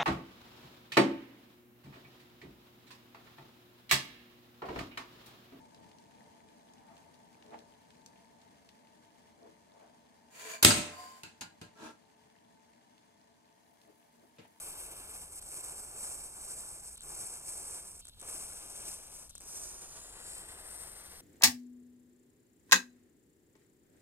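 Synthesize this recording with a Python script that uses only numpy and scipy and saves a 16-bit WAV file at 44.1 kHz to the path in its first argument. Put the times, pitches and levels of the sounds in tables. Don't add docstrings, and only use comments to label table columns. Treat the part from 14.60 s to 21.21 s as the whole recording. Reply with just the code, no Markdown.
import sys
import numpy as np
from scipy import signal
from scipy.fft import rfft, irfft, next_fast_len
from scipy.io import wavfile

SR = 44100
rng = np.random.default_rng(int(sys.argv[2]) if len(sys.argv) > 2 else 0)


def to_wav(s):
    ch = np.atleast_2d(s).T
    pcm = np.round(np.clip(ch, -1, 1) * 32767)
    wavfile.write(sys.argv[1], SR, pcm.astype(np.int16))


N = 291499
TIME = np.arange(N) / SR
FFT_SIZE = next_fast_len(N, real=True)
FFT_HZ = np.fft.rfftfreq(FFT_SIZE, 1 / SR)

# (frequency [Hz], gain [dB])
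AIR_TONE = [(15, -3.5), (30, 3.5), (45, 1), (68, 2), (100, -5.5), (190, -10.5), (300, -18.5), (600, -69),
            (1500, -64.5), (5000, -39.5), (14000, -25)]
# (time [s], echo delay [ms], left port's delay [ms], left minus right in the high treble [dB])
PATHS = [(0.0, 0.411, 0.132, 0.2), (1.5, 0.413, 0.138, -0.5), (2.8, 0.411, 0.13, 1.0),
         (3.4, 0.411, 0.115, -1.0), (3.8, 0.41, 0.122, 2.5), (4.2, 0.407, 0.117, 3.0),
         (4.7, 0.405, 0.096, 4.5), (5.05, 0.398, 0.093, -1.0), (5.35, 0.351, 0.087, 0.5),
         (5.55, 0.313, 0.111, 5.5), (5.75, 0.298, 0.133, 3.5), (6.1, 0.276, 0.103, 5.0),
         (6.61, 0.268, 0.094, 4.8)]
# (frequency [Hz], relative strength [0-1])
SAND_BOUNCE = [(300, 0.03), (1200, 0.3), (2100, 0.72), (3400, 0.3), (4600, 0.35), (7000, 0.7), (9500, 0.64),
               (13000, 0.45)]
# (time [s], middle [dB], lower treble [dB], top [dB])
ANGLE_TONE = [(0.0, 9.5, -2.7, 4), (1.2, 4, -4, -3.5), (2.8, 4.5, -2, -3.5), (3.6, 6, -1, -1.5),
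              (4.3, 9.5, 2, -1.3), (5.0, 5.3, 6.5, -2), (5.35, 9.5, 5, -6), (5.75, 12.5, -5, -3.5),
              (6.15, 9, -3, -2.5), (6.61, 13, 4, 1.5)]
BANDS_HZ = [1200, 3200, 6200, 8400, 11500]
# (time [s], frequency [Hz])
DIP_PATH = [(0.0, 1930), (4.9, 1970), (5.5, 2180), (5.9, 2250), (6.6, 2480)]
# (frequency [Hz], likeness [0-1])
FIRE_LIKENESS = [(500, 0.97), (1300, 0.92), (2000, 0.9), (2700, 0.985), (4200, 0.99), (5200, 0.8),
                 (6300, 0.93), (8400, 0.88), (10000, 0.85), (13000, 0.2)]
# (time at full burn [s], hold [s], relative sizzle [dB], relative flame [dB])
HEAD_FLARES = [(0.007, 0.062, -42.5, -56.5), (0.226, 0.016, -43.5, -58), (0.367, 0.089, -49, -57.5),
               (0.53, 0.075, -45.5, -59.5), (0.772, 0.022, -44, -65.5), (0.92, 0.097, -40.5, -61.5),
               (1.04, 0.043, -44, -56.5), (1.19, 0.0076, -41, -59.5), (1.404, 0.14, -39, -56.5),
               (1.63, 0.019, -43, -61), (1.816, 0.03, -43, -61), (1.898, 0.097, -41.5, -60),
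               (2.082, 0.072, -44, -59.5), (2.28, 0.04, -45, -70), (2.491, 0.053, -43, -58.5),
               (2.585, 0.14, -41, -59), (2.876, 0.13, -40.5, -60), (3.057, 0.11, -41.5, -57.5),
               (3.288, 0.022, -47, -67), (3.704, 0.027, -41.5, -55), (3.807, 0.015, -40.5, -60),
               (3.908, 0.11, -47.5, -61), (4.11, 0.066, -45.5, -60), (4.289, 0.0094, -41, -57),
               (4.525, 0.059, -48.5, -62.5), (4.918, 0.094, -46, -63), (4.993, 0.092, -45.5, -62),
               (5.21, 0.34, -49.5, -60.5), (5.616, 0.016, -55, -62), (5.69, 0.071, -43, -61.5),
               (5.864, 0.13, -50.5, -58.5), (6.097, 0.13, -46, -59.5), (6.303, 0.26, -53, -59.5)]
# (time [s], length [s], sizzle change [dB], flame change [dB])
FIRE_STALLS = [(0.803, 0.008, -13, 1), (0.829, 0.028, -4.5, -2.5), (2.362, 0.068, -16, -12),
               (3.414, 0.2, -9.5, -10.5), (3.603, 0.032, -6, 0), (4.689, 0.11, -8.5, -8.5)]
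# (frequency [Hz], gain [dB])
EMBER_TONE = [(100, 3), (700, 3.5), (2000, -4), (4000, 21.5), (6500, 0), (8500, 1), (13000, -2)]
# (peak time [s], half width [s], boost [dB])
FLAME_SURGES = [(4.825, 0.018, 7), (5.01, 0.021, 2), (5.37, 0.028, 3), (5.46, 0.012, 1),
                (5.575, 0.012, 4.5)]
# (frequency [Hz], gain [dB])
FLAME_TONE = [(60.0, 10), (150.0, 9.5), (250.0, 6.5), (370.0, 13.5), (520.0, 11), (700.0, 12),
              (1050.0, 9.5), (1500.0, 6.5), (2200.0, 3), (3200.0, -5.5), (5000.0, -2)]
# (time [s], length [s], relative starting level [dB])
GAS_JETS = [(0.824, 0.0071, -42), (2.363, 0.0032, -55), (2.371, 0.004, -47), (2.376, 0.0057, -43),
            (2.417, 0.027, -47), (3.392, .02, -47), (3.448, .003, -54), (3.454, 0.004, -48),
            (3.470, 0.004, -47), (3.481, 0.01, -45.5), (3.495, 0.0018, -46), (3.593, 0.0025, -53),
            (3.597, 0.0058, -45), (3.613, 0.0064, -42), (4.694, 0.016, -48), (4.7524, 0.0088, -47),
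            (4.779, 0.0053, -47), (4.79, 0.0078, -60), (4.817, 0.026, -54)]
# (frequency [Hz], gain [dB])
JET_TONE = [(100, -10), (600, -4.5), (2000, -8.5), (3600, -20.5), (6200, 1.5), (8400, 8), (10200, 4),
            (12000, -1), (14000, -13)]
# (time [s], relative level [dB])
CRUST_CRACKS = [(0.794, -35), (0.844, -34), (0.932, -34), (0.943, -23), (2.395, -45), (2.408, -31),
                (2.435, -32), (3.382, -39), (3.4535, -32), (3.4705, -34), (3.482, -39), (3.546, -45),
                (3.606, -33), (3.628, -28), (4.7528, -29), (4.78, -37), (4.804, -36), (4.8078, -31),
                (4.8147, -38), (4.819, -35)]
# (frequency [Hz], gain [dB])
CRACK_TONE = [(100, -10), (600, -1), (2000, 0.5), (4000, -21), (8400, 14.5), (11000, 1), (14000, -6)]
# (frequency [Hz], left gain [dB], right gain [dB])
SIZZLE_TONE = [(493, -18, -15), (2310, -11, -10.5), (3130, -30.5, -22.5), (3850, -15.5, -16),
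               (5180, -10.5, -3.5), (5930, -3.5, -3), (6840, 3, 1.5), (7620, 1.8, 6), (8630, 6, 9),
               (9530, 8.5, 6), (10150, 5.5, -5), (11640, -2.5, -1), (13000, -3.5, -6.5), (13800, -7.5, -14)]


def from_db(db):
    return 10 ** (np.asarray(db) / 20)


def unit_power(x):
    return x / np.sqrt(np.mean(x ** 2) + 1e-20)


def look_up(table, points):
    axis, *columns = np.transpose(table)
    return [np.interp(points, axis, column) for column in columns]


def drift(rate_hz):
    spectrum = rfft(rng.standard_normal(FFT_SIZE)) / (1 + (FFT_HZ / rate_hz) ** 2)
    return unit_power(irfft(spectrum, FFT_SIZE)[:N])


def colour(x, tone):
    size = next_fast_len(N + 2000)
    hz, *columns = np.transpose(tone)
    log_hz = np.log(np.fft.rfftfreq(size, 1 / SR) + 1)
    gain = from_db([np.interp(log_hz, np.log(hz), column) for column in columns])
    return irfft(rfft(x, size) * gain, size)[:, :N]


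def stereo_noise(likeness):
    shared, opposite = rfft(rng.standard_normal((2, FFT_SIZE)))
    spectrum = np.sqrt(1 + likeness) * shared + np.sqrt(1 - likeness) * opposite * [[1], [-1]]
    return unit_power(irfft(spectrum, FFT_SIZE)[:, :N])


def broad_noise(likeness, apart_hz):
    return stereo_noise(likeness / (1 + (FFT_HZ / apart_hz) ** 4))


def fire_noise():
    return stereo_noise(*look_up(FIRE_LIKENESS, FFT_HZ))


def outdoor_air(level_db):
    return from_db(level_db) * unit_power(colour(broad_noise(likeness=0.9, apart_hz=1970), AIR_TONE))


def sand_echo(hz, delay_ms, strength):
    turn_rad = 2.15
    trip = strength * np.exp(1j * (turn_rad - 2 * np.pi * hz * delay_ms / 1000))
    bounce = trip * look_up(SAND_BOUNCE, hz)[0]
    share, treble_loss = 0.88, 0.16 * (hz > 5500)
    rebounds = (1 + share * trip) / (1 + (share - treble_loss) * trip)
    right_share = 0.098
    return (1 + bounce) * rebounds, (1 + right_share * bounce) * rebounds


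def at_ports(x, echo):
    hz, times, spectra = signal.stft(x, SR, nperseg=512)
    angle_db = np.transpose([np.interp(hz, BANDS_HZ, [0, middle, treble, 0, top])
                             for middle, treble, top in zip(*look_up(ANGLE_TONE, times))])
    hz = hz[:, None]
    echo_ms, late_ms, side_db = look_up(PATHS, times)
    left, right = sand_echo(hz, echo_ms, echo)
    delay = np.exp(-2j * np.pi * hz * late_ms / 1000)
    shade = from_db(np.minimum(hz / 8800, 1) ** 2 * side_db / 2)
    ports = spectra * from_db(angle_db) * np.array([left * delay * shade, right / shade])
    dip_hz, = look_up(DIP_PATH, times)
    dip = 0.75 * np.exp(-((hz - dip_hz) / 130) ** 2)
    return signal.istft(ports - dip * ports.mean(axis=0), SR)[1][:, :N]


def flares(part, swell_s, fade_s, lead_s=0):
    power = np.zeros(N)
    for start, hold_s, sizzle_db, flame_db in HEAD_FLARES:
        gain = from_db(sizzle_db if part == "sizzle" else flame_db)
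        before = np.maximum(start - lead_s - TIME, 0)
        after = np.maximum(TIME - start - hold_s, 0)
        power += (gain * np.exp(-before / swell_s - after / fade_s)) ** 2
    return np.sqrt(power)


def stalls(part, edge_s=0.0067):
    change_db = np.zeros(N)
    for start, length, sizzle_db, flame_db in FIRE_STALLS:
        inside_s = np.minimum(TIME - start, start + length - TIME)
        stalled = np.clip(1 + inside_s / edge_s, 0, 1)
        change_db += stalled * (sizzle_db if part == "sizzle" else flame_db)
    return from_db(change_db)


def fizz(per_s, spread_db, puff_s, pops_db):
    noise = fire_noise()
    bursts = rng.random(N) < per_s / SR
    sizes = bursts * from_db(spread_db * np.minimum(rng.exponential(1, N), 4))
    smoothing = np.exp(-1 / (puff_s * SR))
    puff_power = signal.filtfilt([1], [1, -smoothing], sizes ** 2 + 1e-18, padtype="even")
    gas = unit_power(np.sqrt(puff_power) * noise)
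    pops = unit_power(sizes * rng.choice([-1, 1], N))
    return unit_power(gas + from_db(pops_db) * pops)


def embers(gain_db):
    stalled = 1 - stalls("sizzle")
    boil = fizz(per_s=700, spread_db=5.5, puff_s=0.0045, pops_db=-18)
    return colour(from_db(gain_db) * stalled * boil, EMBER_TONE)


def flame(flicker, gain_db):
    strength = flares("flame", swell_s=0.089, fade_s=0.15, lead_s=0.054) * stalls("flame") * flicker
    surge_db = sum(boost * np.exp(-((TIME - peak) / width) ** 2) for peak, width, boost in FLAME_SURGES)
    rush = strength * fire_noise()
    flutter_db = 0.5 * drift(rate_hz=60)
    return colour(rush * from_db(gain_db + surge_db + flutter_db), FLAME_TONE)


def gas_jets(gain_db, sag_db):
    strength = np.zeros(N)
    for start, length, level_db in GAS_JETS:
        emptied = np.linspace(0, 1, int(length * SR))
        at = round(start * SR)
        strength[at:at + len(emptied)] += from_db(gain_db + level_db - sag_db * emptied)
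    return colour(strength * broad_noise(likeness=0.36, apart_hz=13000), JET_TONE)


def crust_cracks(gain_db, grit_db, grit_fade_s):
    age = np.arange(200) / SR
    cracks = np.zeros(N)
    for start, level_db in CRUST_CRACKS:
        crack = from_db(grit_db) * rng.standard_normal(len(age)) * np.exp(-age / grit_fade_s)
        crack[0] = 1
        at = round(start * SR)
        cracks[at:at + len(age)] += from_db(gain_db + level_db) * crack
    return colour(cracks, CRACK_TONE)


def match_heads(flicker, gain_db):
    strength = flares("sizzle", swell_s=0.086, fade_s=0.1) * stalls("sizzle") * flicker
    boil = fizz(per_s=2000, spread_db=2.0, puff_s=0.003, pops_db=-7.5)
    return colour(from_db(gain_db) * strength * boil, SIZZLE_TONE)


def scene():
    flicker = from_db(drift(rate_hz=23))
    fire = match_heads(flicker, gain_db=-0.5) + flame(flicker, gain_db=-0.15)
    air = outdoor_air(level_db=-62)
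    smoulder = embers(gain_db=-72)
    jets = gas_jets(gain_db=-1.5, sag_db=4)
    cracks = crust_cracks(gain_db=-0.5, grit_db=-10, grit_fade_s=0.0004)
    return air + at_ports(fire + smoulder, echo=0.71) + at_ports(jets + cracks, echo=0.42)


def record(dry):
    return signal.sosfilt(signal.ellip(12, .1, 80, 14150, fs=SR, output="sos"), dry)


dry = scene()
out = record(dry)
to_wav(out)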